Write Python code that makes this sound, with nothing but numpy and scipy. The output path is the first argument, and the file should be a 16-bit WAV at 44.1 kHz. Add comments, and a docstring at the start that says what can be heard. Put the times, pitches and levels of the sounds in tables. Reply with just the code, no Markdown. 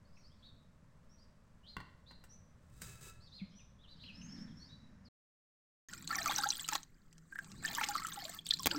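"""First a yard: small birds whistle over low wind; hard knocks, a ringing scrape and a hollow bump nearby.
A gust of filtered noise moans with a thin hiss; then a silent pause.
Then a hand scoops through water in a plastic tub: gliding decaying sines ring as bubbles, noise bursts
tick and spray, and the palm slaps the surface and plunges. A faint low hum lies under the water;
birds and very low, mostly subsonic noise belong to both parts."""
import sys
import numpy as np
from scipy import signal
from scipy.fft import rfft, irfft
from scipy.io import wavfile
from scipy.ndimage import uniform_filter1d

SR = 44100
rng = np.random.default_rng(int(sys.argv[2]) if len(sys.argv) > 2 else 0)


def dump(signal):
    """Clip the signal to [-1, 1] and save it as 16-bit WAV at the path in sys.argv[1]."""
    limited = np.clip(np.atleast_2d(signal).T, -1, 1)
    pcm = np.round(limited * 32767).astype(np.int16)
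    wavfile.write(sys.argv[1], SR, pcm)


N = 387198
TIME = np.arange(N) / SR
YARD_END_S, TUB_START_S = 5.086, 5.886
CUTOFF_HZ = 16300

# rel_db columns are relative: gains or normalisation follow. Spectra: rel_db per Hz.
# larger air bubbles, a few cycles if they burst at the surface:
# [start_s, pitch_hz, level_db, glide_limit_share, t60_cycles]
BUBBLES = [(5.93, 1580, -36, -0.24, 55), (6.076, 4260, -26, -0.081, 40), (6.106, 1310, -26, 0.091, 55),
           (6.1286, 1620, -24.5, 0.31, 48), (6.148, 2180, -30, 0.14, 63), (6.156, 5670, -18, .15, 39),
           (6.1847, 1820, -20.5, 0.012, 47), (6.189, 5170, -25.5, 0.16, 48), (6.23, 5600, -26.5, 0.49, 48),
           (6.2583, 1290, -22.5, -0.21, 66), (6.278, 6250, -20, -0.12, 39),
           (6.2824, 2370, -29.5, 0.091, 59), (6.2953, 830, -22.5, 0.033, 17), (6.3046, 1044, -27, 0.53, 43),
           (6.323, 1550, -4, -0.25, 2.5), (6.3615, 6100, -15.5, -0.14, 48), (6.3848, 4750, -26, 0.58, 40),
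           (6.3854, 882, -30.5, -0.2, 49), (6.387, 1520, -21.5, -0.035, 18),
           (6.4353, 4300, -19.5, 0.31, 53), (6.437, 1288, -23.5, 0.39, 62), (6.444, 1423, -27, 0.36, 64),
           (6.4599, 770, -28, 0.25, 48), (6.47, 3370, -27.5, 0.55, 48), (6.489, 7130, -14.5, -0.26, 33),
           (6.504, 4340, -14, -0.13, 31), (6.505, 5570, -13, 0.17, 39), (6.5277, 3050, -28, 0.44, 42),
           (6.595, 3240, -29.5, 0.13, 43), (6.6872, 1290, -32, -0.093, 73), (6.7237, 929, -27, -0.17, 36),
           (6.73, 1790, -10.5, -0.11, 5), (6.7545, 4280, -4.5, -0.046, 8), (6.754, 1040, -10.5, -0.12, 6.5),
           (6.759, 1880, -9, -.14, 4.5), (7.3247, 1614, -35.5, -0.034, 53), (7.357, 1514, -28, 0.42, 28),
           (7.3884, 1700, -24.5, -0.15, 36), (7.649, 1730, -22.5, 0.13, 58), (7.659, 6650, -22.5, .51, 48),
           (7.679, 3170, -28, 0.044, 44), (7.768, 1150, -34.5, 0.18, 40), (7.755, 3180, -31, -0.12, 42),
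           (7.7819, 990, -24, -0.12, 43), (7.784, 1620, -23, 0.28, 41), (7.812, 866, -27, -0.0023, 37),
           (7.812, 1490, -16, -0.25, 14), (7.812, 2360, -20.5, -0.032, 23), (7.833, 2000, -15, -0.06, 12),
           (7.8381, 2620, -0.5, -0.24, 4.5), (7.8868, 820, -33, -0.009, 72),
           (7.9533, 1226, -18.5, -0.007, 33), (7.982, 1870, -31.5, 0.25, 40),
           (8.02, 1288, -31.5, -0.054, 47), (8.0476, 1420, -24.5, -0.23, 33),
           (8.082, 1280, -33.5, -0.06, 59), (8.124, 3600, -22, -0.003, 15), (8.1726, 847, -37, -0.17, 55),
           (8.2249, 755, -39, -.1, 43), (8.2513, 588, -41.5, 0.25, 44), (8.253, 4040, -12, -0.094, 9),
           (8.2953, 693, -37, 0.12, 23), (8.389, 3300, -30, 0.038, 45), (8.466, 3480, -30, 0.22, 63),
           (8.49, 8300, -26, 0, 78), (8.508, 3590, -11.5, -.03, 37), (8.5096, 4600, -9.5, -0.29, 27),
           (8.523, 1730, -30, 0.11, 28), (8.5379, 4530, -10.5, -0.22, 27), (8.595, 5620, -25, -0.15, 46),
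           (8.596, 1104, -41, -0.25, 120), (8.645, 4220, -20, -0.23, 19), (8.712, 2960, -11, -0.0022, 10.5),
           (8.7134, 1595, -28, -0.17, 43), (8.7138, 4740, -17.5, -0.15, 41), (8.745, 410, -39, .05, 25),
           (8.748, 1334, -32.5, 0.0092, 53), (8.762, 5200, -26.5, 0.033, 48)]
# short water ticks, some at bubble onsets: [start_s, level_rel_db, treble_rel_db]
TICKS = [(5.886, -48.5, 5), (5.935, -32.5, -11), (6.075, -30.5, -1), (6.259, -26, -1), (6.6881, -21, -6),
         (6.7336, -26, -4), (6.7524, -27.5, 4), (6.8314, -39.5, -2), (7.388, -45, -5), (7.128, -49.5, 5),
         (7.181, -49, -2), (7.75, -27, 8), (7.841, -26, -20), (7.8873, -25, -1), (7.445, -43, -6),
         (7.5176, -43, -3), (6.384, -24, 6), (6.679, -33, 9), (8.632, -32, 8), (7.9087, -38, 23),
         (7.9619, -31, -8), (8.0688, -32, 15), (8.466, -33, 12)]
# fingers and palm meeting the water: [start_s, level_rel_db, low_push_db]
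SLAPS = [(8.659, -18, -39), (8.6662, -24, -24), (8.6704, -17, -9)]
# hand moves (dip, scoop, lift, pour, the handful lands, dip, scoop, pour, drip, plunge):
# [start_s, length_s, gurgle_rel_db, spray_rel_db]
STROKES = [(5.862, 0.18, -64.5, -60.5), (6.084, 0.26, -48.5, -49.5), (6.267, 0.17, -49.5, -46),
           (6.474, 0.17, -60.5, -50.5), (6.677, 0.081, -56.5, -50), (7.375, 0.31, -69.5, -72.5),
           (7.62, 0.372, -52, -50.5), (7.948, 0.41, -58.5, -54), (8.441, 0.28, -75, -56),
           (8.702, 0.13, -52.5, -53.5)]
# open hand sinking after the slap, gulping air under: [time_s, level_db]
PLUNGE = [(8.66, -110), (8.7, -63), (8.73, -49), (8.78, -47)]
# fine foam as the hand slides back in: [time_s, level_db]
FIZZ = [(7.15, -100), (7.35, -69), (7.64, -70), (7.8, -100)]
# swirl of the water mass around the hand: [time_s, level_db]
SWIRL = [(5.9, -63), (6.05, -57), (6.35, -60), (6.8, -71), (7.25, -74), (7.45, -61), (7.61, -54),
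         (7.75, -59), (8.45, -66), (8.67, -53), (8.77, -53)]
# water spectra (small bubbles, spray, gulped pockets, churned foam, fizz, swirl, slap): [freq_hz, rel_db]
GURGLE_COLOUR = [(650, -11), (850, -8), (1300, -2.5), (1800, -2.5), (2400, -9.5), (3200, -31)]
SPRAY_COLOUR = [(1500, -10), (2400, -5), (3600, 1.5), (4600, 10.5), (5500, -4.5), (7800, 4.5),
                (10000, -25.5), (12500, -8), (15000, -1), (16500, -59)]
GULP_COLOUR = [(280, 16.5), (400, 18), (560, 11), (750, -2)]
WASH_COLOUR = [(300, -1.5), (550, -16), (850, -9), (1250, 0), (1750, -3.5), (2600, -22.5), (7000, -36)]
FIZZ_COLOUR = [(5000, -24), (8000, 3), (10500, -32)]
SWIRL_COLOUR = [(30, -9), (80, -4), (120, -6), (175, 0), (240, -7), (330, -12), (480, -26), (1500, -55)]
SLAP_COLOUR = [(200, 6), (1200, -5), (6000, 1.5), (10000, -12), (15000, 2)]
# tub wall resonances: [freq_hz, t60_s, rel_db]
TUB_MODES = [(829, 0.13, -4.5), (1202, 0.082, -10.5), (1570, 0.039, 1), (1804, 0.19, -10.5),
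             (3540, 0.025, 6), (4090, 0.033, 3)]
STIR_RISE_S, STIR_T60_S = 0.015, 0.17
CALM_GURGLE_REL_DB, CALM_SPRAY_REL_DB = -82, -86
WASH_REL_DB = -7.5
SLAP_PULSE_S, SLAP_PULSE_REL_DB = 0.00014, 7.52  # pressure pulse of flat skin on water, re slap level

# knocks and scuffs: [start_s, level_rel_db, contact_t60_s, grit_rel_db, thud_rel_db]
KNOCKS = [(1.7675, -35, .016, -20, -8), (1.783, -51.5, .015, -21, 2), (1.803, -44, 0.048, -21.5, -15),
          (2.11, -52.5, 0.072, -20, -8.5), (2.239, -57, 0.075, -2.5, -17), (2.818, -53.5, 0.034, 13, -1.5)]
# resonances of the knocked thing: [freq_hz, width_hz, rel_db]
KNOCK_MODES = [(480, 140, -13), (1090, 92, -0.5), (1520, 150, -3.5), (1900, 190, 0), (2750, 55, -8),
               (3020, 55, -12.5), (3400, 41, -15.5), (4400, 140, -12.5)]
# gritty scrape in two pushes: [time_s, level_rel_db]
SCRAPE = [(2.6, -89), (2.81, -66.5), (2.821, -49), (2.88, -56), (3, -66.5), (3.014, -55.5), (3.085, -54.5),
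          (3.115, -66), (3.22, -100.5)]
# resonances of the scraped thing: [freq_hz, width_hz, rel_db]
SCRAPE_MODES = [(1333, 12, 3), (1676, 55, -2.5), (2600, 15, 0.5), (3880, 60, 0.5), (4900, 45, -2),
                (6380, 35, -1), (7650, 190, 3.5)]
# spectra of grit and of the low thud: [freq_hz, rel_db]
GRIT_COLOUR = [(250, -19), (400, 4.5), (800, -17), (1500, -5), (3130, -10), (6000, -6.5), (8200, 0),
               (10500, -14), (16000, -8.5)]
THUD_COLOUR = [(50, 8.5), (110, -4), (175, 16.5), (280, -10.5), (700, -43)]
# soft hollow bump: [start_s, pitch_hz, level_db, t60_s]
BUMPS = [(3.415, 192.3, -26, 0.091)]

# bird notes: [length_s, start_pitch_share, end_pitch_share, second_voice_rel_db]; shares of middle pitch
ARCH = (0.0837, 0.82, 0.89, -7.5)
RISE = (0.06, 0.9, 1.14, -20.5)
FALL = (.04, 1.26, 0.92, -20)
FLICK = (0.01, 1.1, 0.8, -20)
PEEP = (0.08, 0.94, 1.01, -31)
# near chirps: [start_s, middle_pitch_hz, level_rel_db, note]
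CHIRPS = [(.15, 5700, -71, ARCH), (.168, 2490, -65, FLICK), (.232, 4740, -66, RISE),
          (.422, 3890, -60, ARCH), (1.09, 5700, -70, PEEP), (1.174, 4900, -71, ARCH),
          (1.63, 3190, -64, RISE), (1.663, 4230, -56, ARCH), (2.06, 4160, -59, ARCH),
          (2.29, 5950, -59.5, PEEP), (3.2, 4680, -65, ARCH), (3.255, 3900, -64, FALL),
          (3.316, 4270, -55, ARCH), (3.365, 3700, -57.5, FALL), (3.39, 2300, -58, FALL),
          (3.548, 5970, -63, PEEP), (3.583, 2600, -65.5, FALL), (3.785, 3670, -69, RISE),
          (3.828, 3100, -63.5, FALL), (3.872, 4040, -59.5, ARCH), (3.998, 4200, -57, ARCH),
          (4.034, 2850, -53, FLICK), (4.059, 3000, -53.5, FLICK), (4.075, 2690, -52.5, FALL),
          (4.138, 5290, -58, PEEP), (4.213, 2770, -54.5, FLICK), (4.21, 6390, -57, PEEP),
          (4.285, 5400, -56, PEEP), (4.37, 5400, -58.5, PEEP), (4.555, 5560, -62, PEEP),
          (4.592, 4460, -59.5, PEEP), (4.628, 4920, -63, RISE), (4.685, 3900, -60, PEEP),
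          (5.046, 4500, -64.5, FALL), (7.485, 5400, -65, FALL), (7.553, 4150, -63, ARCH)]
# spells of fainter flock twitter: [start_s, end_s, level_rel_db]
TWITTER = [(.03, .42, -73.5), (3.18, 3.6, -70), (3.8, 4.7, -67.5)]
SECOND_VOICE_RATIO = 1.14

# gust: [time_s, level_rel_db]
GUST = [(3.8, -68), (4.08, -58), (4.4, -48), (4.6, -56.5), (4.75, -58.5), (5.05, -60.5)]
# low wind: [time_s, level_db]
WIND = [(0, -65.5), (1.4, -67), (2, -65), (2.6, -63), (2.87, -55.5), (3.2, -62), (3.8, -64), (4.4, -62),
        (5.08, -64)]
# background spectra (gust moan and hiss, wind, steady air, hum under the tub, subsonic): [freq_hz, rel_db]
GUST_MOAN_COLOUR = [(90, -30), (160, -1), (225, -1), (300, -12), (600, -57), (2000, -110)]
GUST_HISS_COLOUR = [(1200, -2.5), (1750, 6), (3800, -20), (5500, -4.5), (11000, -32)]
WIND_COLOUR = [(25, -6), (60, 8), (110, 6.5), (165, 2), (220, -12.5), (300, -25.5), (450, -25),
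               (1500, -70.5)]
AIR_COLOUR = [(180, -44.5), (300, -13.5), (398, -7.5), (593, -2), (737, -11.5), (1060, -6.5), (2650, -21),
              (7080, -26.5), (16000, -42.5)]
HUM_COLOUR = [(30, 4), (100, -1), (180, 1), (420, -11), (850, -24), (1810, -15), (2440, -31), (5000, -30),
              (7730, -23), (10200, -40), (14500, -34)]
SUBSONIC_COLOUR = [(2, 12), (35, 0), (80, -22), (600, -130)]
AIR_DB, HUM_DB, SUBSONIC_DB = -74.5, -69.5, -65.5
DRONE_HZ, DRONE_DB = 161.5, -73


def splashes():
    """All water sounds: stirred gurgle and spray under single bubbles, ticks and slaps."""
    return gurgle() + spray() + large_bubbles() + ticks() + slaps()


def gurgle():
    """Stirring traps small bubbles and churns foam; the plunge gulps larger pockets."""
    bubbles = amp(-0.5) * swarm(GURGLE_COLOUR, cycles=28.0, spread_db=6, glide=0.25, count=1300)
    wash = amp(WASH_REL_DB) * noise(WASH_COLOUR) * drift(depth_db=1.5, size=350)
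    gulps = swarm(GULP_COLOUR, cycles=26, spread_db=3, glide=0.25, count=250)
    return churn(axis=2, calm_db=CALM_GURGLE_REL_DB) * (bubbles + wash) + level(PLUNGE) * gulps


def spray():
    """Tiny bubbles and bursting droplets follow the hand; dense droplets make the fizz."""
    mist = amp(1.5) * swarm(SPRAY_COLOUR, cycles=41, spread_db=7.5, glide=0.43, count=3000)
    mist += amp(-5) * patter(SPRAY_COLOUR, spread_db=5.5, count=3200)
    fizz = level(FIZZ) * patter(FIZZ_COLOUR, spread_db=6.0, count=20000)
    return churn(axis=3, calm_db=CALM_SPRAY_REL_DB) * mist + fizz


def large_bubbles():
    """Each larger cavity seals with a rush, then rings."""
    out = np.zeros(N)
    for start_s, pitch_hz, level_db, glide, cycles in BUBBLES:
        lead_s, sound = pocket(pitch_hz, cycles, glide)
        add(out, start_s - lead_s, amp(level_db) * sound)
    return out


def ticks():
    """A tick is a short noise burst, reflected by the tub wall."""
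    out = np.zeros(N)
    t = np.arange(2048) / SR
    burst = noise_burst(t, rise=0.00014, t60=0.0099)
    for start_s, level_db, treble_db in TICKS:
        colour = [(500, -1), (3500, 14.0), (7500, 19.5), (10000, treble_db + 0.5), (15000, treble_db - 4.5)]
        tick = amp(level_db - 3.5) * noise(colour, size=len(t)) * burst
        add(out, start_s, rebound(tick, strength=0.14))
    return out


def slaps():
    """Skin on water: a noise burst, a pressure pulse and air squeezed out under the palm."""
    out = np.zeros(N)
    t = np.arange(2048) / SR
    burst = noise_burst(t, rise=0.00018, t60=0.0075)
    pulse = (t / SLAP_PULSE_S - 1) * np.exp(-t / SLAP_PULSE_S)
    for start_s, level_db, push_db in SLAPS:
        add(out, start_s, amp(level_db) * noise(SLAP_COLOUR, size=len(t)) * burst)
        add(out, start_s, amp(level_db + SLAP_PULSE_REL_DB) * pulse)
        add(out, start_s, amp(push_db) * bubble(1670, 0.0049, -0.59))
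    return out


def bubble(hz, t60, glide, onset_cycles=2.43):
    """An air pocket rings; pitch climbs as it nears the surface, sags as it is pushed under."""
    t = np.arange(int(t60 * SR) + 2) / SR
    pitch_hz = hz * (1 + glide * (1 - fade(t, 3 * t60)))
    onset = 1 - np.exp(-t * hz / onset_cycles)
    return onset * fade(t, t60) * np.sin(2 * np.pi * np.cumsum(pitch_hz) / SR)


def closing(hz, t60):
    """The rough rush of water as a cavity narrows and seals, in a band around the bubble's pitch."""
    rush = noise([(hz / 2, -24), (hz, 0), (hz * 2, -24)], size=1100)
    return np.sqrt(t60) * rush * np.hanning(len(rush)) ** 2


def pocket(hz, cycles, glide):
    """A cavity seals with a rush, then rings; returns the rush's lead in s, and the sound."""
    t60 = cycles / hz
    rush = closing(hz, t60)
    out = np.zeros(int(t60 * SR) + 1200)
    lead_s = len(rush) / SR / 2
    add(out, 0, amp(-9) * rush)
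    add(out, lead_s, bubble(hz, t60, glide))
    return lead_s, out


def swarm(colour, cycles, spread_db, glide, count):
    """Many small bubbles of random pitch and size that swell as they pinch off; running rms 1."""
    out = np.zeros(N)
    low_hz, high_hz = colour[0][0], colour[-1][0]
    for when, pitch, size, ring, rise in rng.random((count, 5)):
        hz = low_hz + pitch * (high_hz - low_hz)
        t60 = min(cycles * 2 ** (2 * ring - 1) / hz, 0.1)
        strength = amp(spread_db * min(-np.log(size), 3)) * gain_at(colour, hz) / np.sqrt(t60)
        ping = bubble(hz, t60, glide * (rise - 0.3), onset_cycles=hz * t60 / 8)
        start_s = TUB_START_S + when * (N / SR - TUB_START_S)
        add(out, start_s, strength * rebound(ping, strength=0.14))
    return out / np.sqrt(abs(uniform_filter1d(out ** 2, size=3000)) + 1e-9)


def patter(colour, spread_db, count):
    """Tiny droplets burst on the surface, each a very short fizz; level evened to about 1."""
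    hits = np.zeros(N)
    hits[rng.integers(0, N, count)] = amp(spread_db * np.minimum(rng.exponential(1, count), 3)) ** 2
    power = np.convolve(hits, np.hanning(60), "same")
    return noise(colour) * np.sqrt(power / (abs(uniform_filter1d(power, size=3000)) + 1e-9))


def churn(axis, calm_db):
    """Gain from one dB column of the hand's moves: quick rise, hold, settling; powers add."""
    power = amp(calm_db) ** 2
    for move in STROKES:
        t, length_s = TIME - move[0], move[1]
        outline = np.clip(t / STIR_RISE_S, 0, 1) * fade(np.maximum(t - length_s, 0), STIR_T60_S)
        power = power + (amp(move[axis]) * outline) ** 2
    return np.sqrt(power)


def rebound(x, strength, count=5):
    """First few reflections from the tub wall, a random pattern within 6 ms."""
    taps = np.zeros(260)
    taps[rng.integers(25, len(taps), count)] = strength * rng.choice([-1, 1], count)
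    taps[0] = 1
    return np.convolve(x, taps / np.linalg.norm(taps))


def tub(water):
    """The plastic walls ring with the splashes and the surroundings return them faintly."""
    t = np.arange(6000) / SR
    walls = sum(amp(db) * fade(t, t60) * np.sin(2 * np.pi * hz * t) for hz, t60, db in TUB_MODES)
    ring = signal.oaconvolve(water, walls / np.linalg.norm(walls))[:N]
    out = water + amp(-21.5) * ring
    return out + amp(-3.5) * echoes(water, 0.011, 2800) + amp(-14.5) * echoes(water, 0.23, 3200)


def swirl():
    """The water mass moves around the hand: low noise."""
    return level(SWIRL) * noise(SWIRL_COLOUR)


def knocks():
    """Struck and scraped resonances with grit, thuds and a hollow bump, plus their reflections."""
    rub = level(SCRAPE) * drift(depth_db=2, size=200)
    out = amp(-2) * rub * noise(GRIT_COLOUR)
    out += amp(-5) * ringing(SCRAPE_MODES, rub * rng.standard_normal(N))
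    t = np.arange(12000) / SR
    for start_s, level_db, contact_t60_s, grit_db, thud_db in KNOCKS:
        contact = noise_burst(t, rise=0.0004, t60=contact_t60_s)
        force = 0.48 * contact * rng.standard_normal(len(t))
        force[0] += 7  # the blow itself, ahead of the chatter
        grit = amp(grit_db) * noise(GRIT_COLOUR, size=len(t)) * contact
        thud = amp(thud_db) * noise(THUD_COLOUR, size=len(t)) * noise_burst(t, rise=0.0021, t60=0.093)
        add(out, start_s, amp(level_db) * (ringing(KNOCK_MODES, force) + grit + thud))
    for start_s, pitch_hz, level_db, t60_s in BUMPS:
        add(out, start_s, amp(level_db) * bubble(pitch_hz, t60_s, 0))  # a hollow rings like an air pocket
    return out + amp(-6.5) * echoes(out, 0.61, 5100)


def ringing(modes, drive):
    """Resonances ring with the driving force and go on after it, within the drive's length."""
    t = TIME[:SR // 2]
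    ring = np.zeros(len(t))
    for hz, width_hz, db in modes:
        ring += amp(db) * evened(np.exp(-np.pi * abs(width_hz) * t) * np.sin(2 * np.pi * hz * t))
    return signal.oaconvolve(drive, ring / np.linalg.norm(ring))[:len(drive)]


def birds():
    """Near chirps, and random flock twitter heard only by way of reflections."""
    near, far = np.zeros(N), np.zeros(N)
    for start_s, pitch_hz, level_db, note in CHIRPS:
        add(near, start_s, amp(level_db) * chirp(pitch_hz, *note))
    for start_s, end_s, level_db in TWITTER:
        length_s = end_s - start_s
        for when, pitch, kind in rng.random((int(24 * length_s), 3)):  # 24 notes per s
            note = RISE if kind < 0.5 else FALL
            add(far, start_s + when * length_s, amp(level_db) * chirp(3000 + 2800 * pitch, *note))
    out = amp(-1) * near + amp(-8) * echoes(near + far, 0.05, 9000)
    return out + amp(-3) * echoes(near + far, 0.55, 6500)


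def chirp(middle_hz, length_s, first, last, second_db):
    """A curved whistle, a little ragged in pitch and level, with a weaker second voice above it."""
    u = np.linspace(0, 1, int(length_s * SR))
    wobble, flutter = (evened(uniform_filter1d(v, size=60)) for v in rng.standard_normal((2, len(u))))
    curve = np.polyval(np.polyfit([0, 0.5, 1], [first, 1, last], 2), u)
    phase = 2 * np.pi * np.cumsum(middle_hz * curve * (1 + 0.012 * wobble)) / SR
    voices = np.sin(phase) + amp(second_db) * np.sin(SECOND_VOICE_RATIO * phase)
    return np.sqrt(abs(np.sin(np.pi * u))) * (1 + 0.3 * flutter) * voices


def wind():
    """Low wind noise, and a gust that moans with a thin hiss on top."""
    gust = level(GUST) * (amp(-2.5) * noise(GUST_MOAN_COLOUR) + amp(-17.0) * noise(GUST_HISS_COLOUR))
    return gust + level(WIND) * noise(WIND_COLOUR)


def air():
    """Steady background noise, slightly wavering."""
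    return amp(AIR_DB) * noise(AIR_COLOUR) * drift(depth_db=0.4, size=3000)


def hum():
    """Shaped noise with one wavering tone in it."""
    drone = amp(DRONE_DB) * drift(depth_db=8.0, size=6000) * np.sin(2 * np.pi * DRONE_HZ * TIME)
    return amp(HUM_DB) * noise(HUM_COLOUR) + drone


def subsonic():
    """Very low, mostly subsonic noise."""
    return amp(SUBSONIC_DB) * noise(SUBSONIC_COLOUR)


def echoes(x, t60, top_hz, size=30000):
    """Diffuse reflections that die away, dull above top_hz."""
    t = np.arange(size) / SR
    taps = rng.standard_normal(size) * (rng.random(size) < 0.1) * fade(t, t60) * (t > 0.003)
    lowpass = signal.butter(1, min(top_hz, 0.45 * SR), fs=SR)
    tail = signal.lfilter(*lowpass, taps / np.linalg.norm(taps))
    return signal.oaconvolve(x, tail)[:N]


def noise(colour, size=N):
    """Noise of rms 1 with the given spectrum."""
    spectrum = rfft(rng.standard_normal(size)) * gain_at(colour, np.fft.rfftfreq(size, 1 / SR))
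    return evened(irfft(spectrum, size))


def noise_burst(t, rise, t60):
    """Outline of a short burst, peak 1."""
    outline = (1 - np.exp(-t / rise)) * fade(t, t60)
    return outline / outline.max()


def drift(depth_db, size):
    """Random smooth gain, depth_db rms."""
    wander = uniform_filter1d(uniform_filter1d(rng.standard_normal(N), size=size), size=size)
    return amp(depth_db * evened(wander))


def fade(t, t60):
    """Exponential decay, 60 dB in t60."""
    return np.exp(-np.log(1000) * t / t60)


def gain_at(colour, hz):
    """Reads a spectrum on a log-frequency axis."""
    freq_hz, db = np.transpose(colour)
    return amp(np.interp(np.log(hz + 1), np.log(freq_hz), db))


def level(rows):
    """Gain over time from a dB curve."""
    return amp(np.interp(TIME, *np.transpose(rows)))


def amp(db):
    """Decibels to gain."""
    return 10 ** (np.asarray(db) / 20)


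def evened(x):
    """Scales to rms 1."""
    return x / np.sqrt(np.mean(x ** 2) + 1e-20)


def add(mix, start_s, sound):
    """Mixes a sound in at start_s."""
    part = mix[max(round(start_s * SR), 0):][:len(sound)]
    part += sound[:len(part)]


def scene():
    """The yard, a silent pause, then the tub; birds and subsonic noise in both."""
    in_yard, at_tub = TIME < YARD_END_S, TIME > TUB_START_S
    yard = knocks() + wind() + air()
    water = tub(splashes()) + swirl() + hum()
    both = birds() + subsonic()
    return (yard * in_yard + water * at_tub + both * (in_yard | at_tub))[None]


def record(dry):
    """Linear-phase low-pass at CUTOFF_HZ."""
    lowpass = signal.firwin(255, CUTOFF_HZ, window=("kaiser", 9), fs=SR)
    return signal.oaconvolve(dry, lowpass[None], "same")


dry = scene()
out = record(dry)
dump(out)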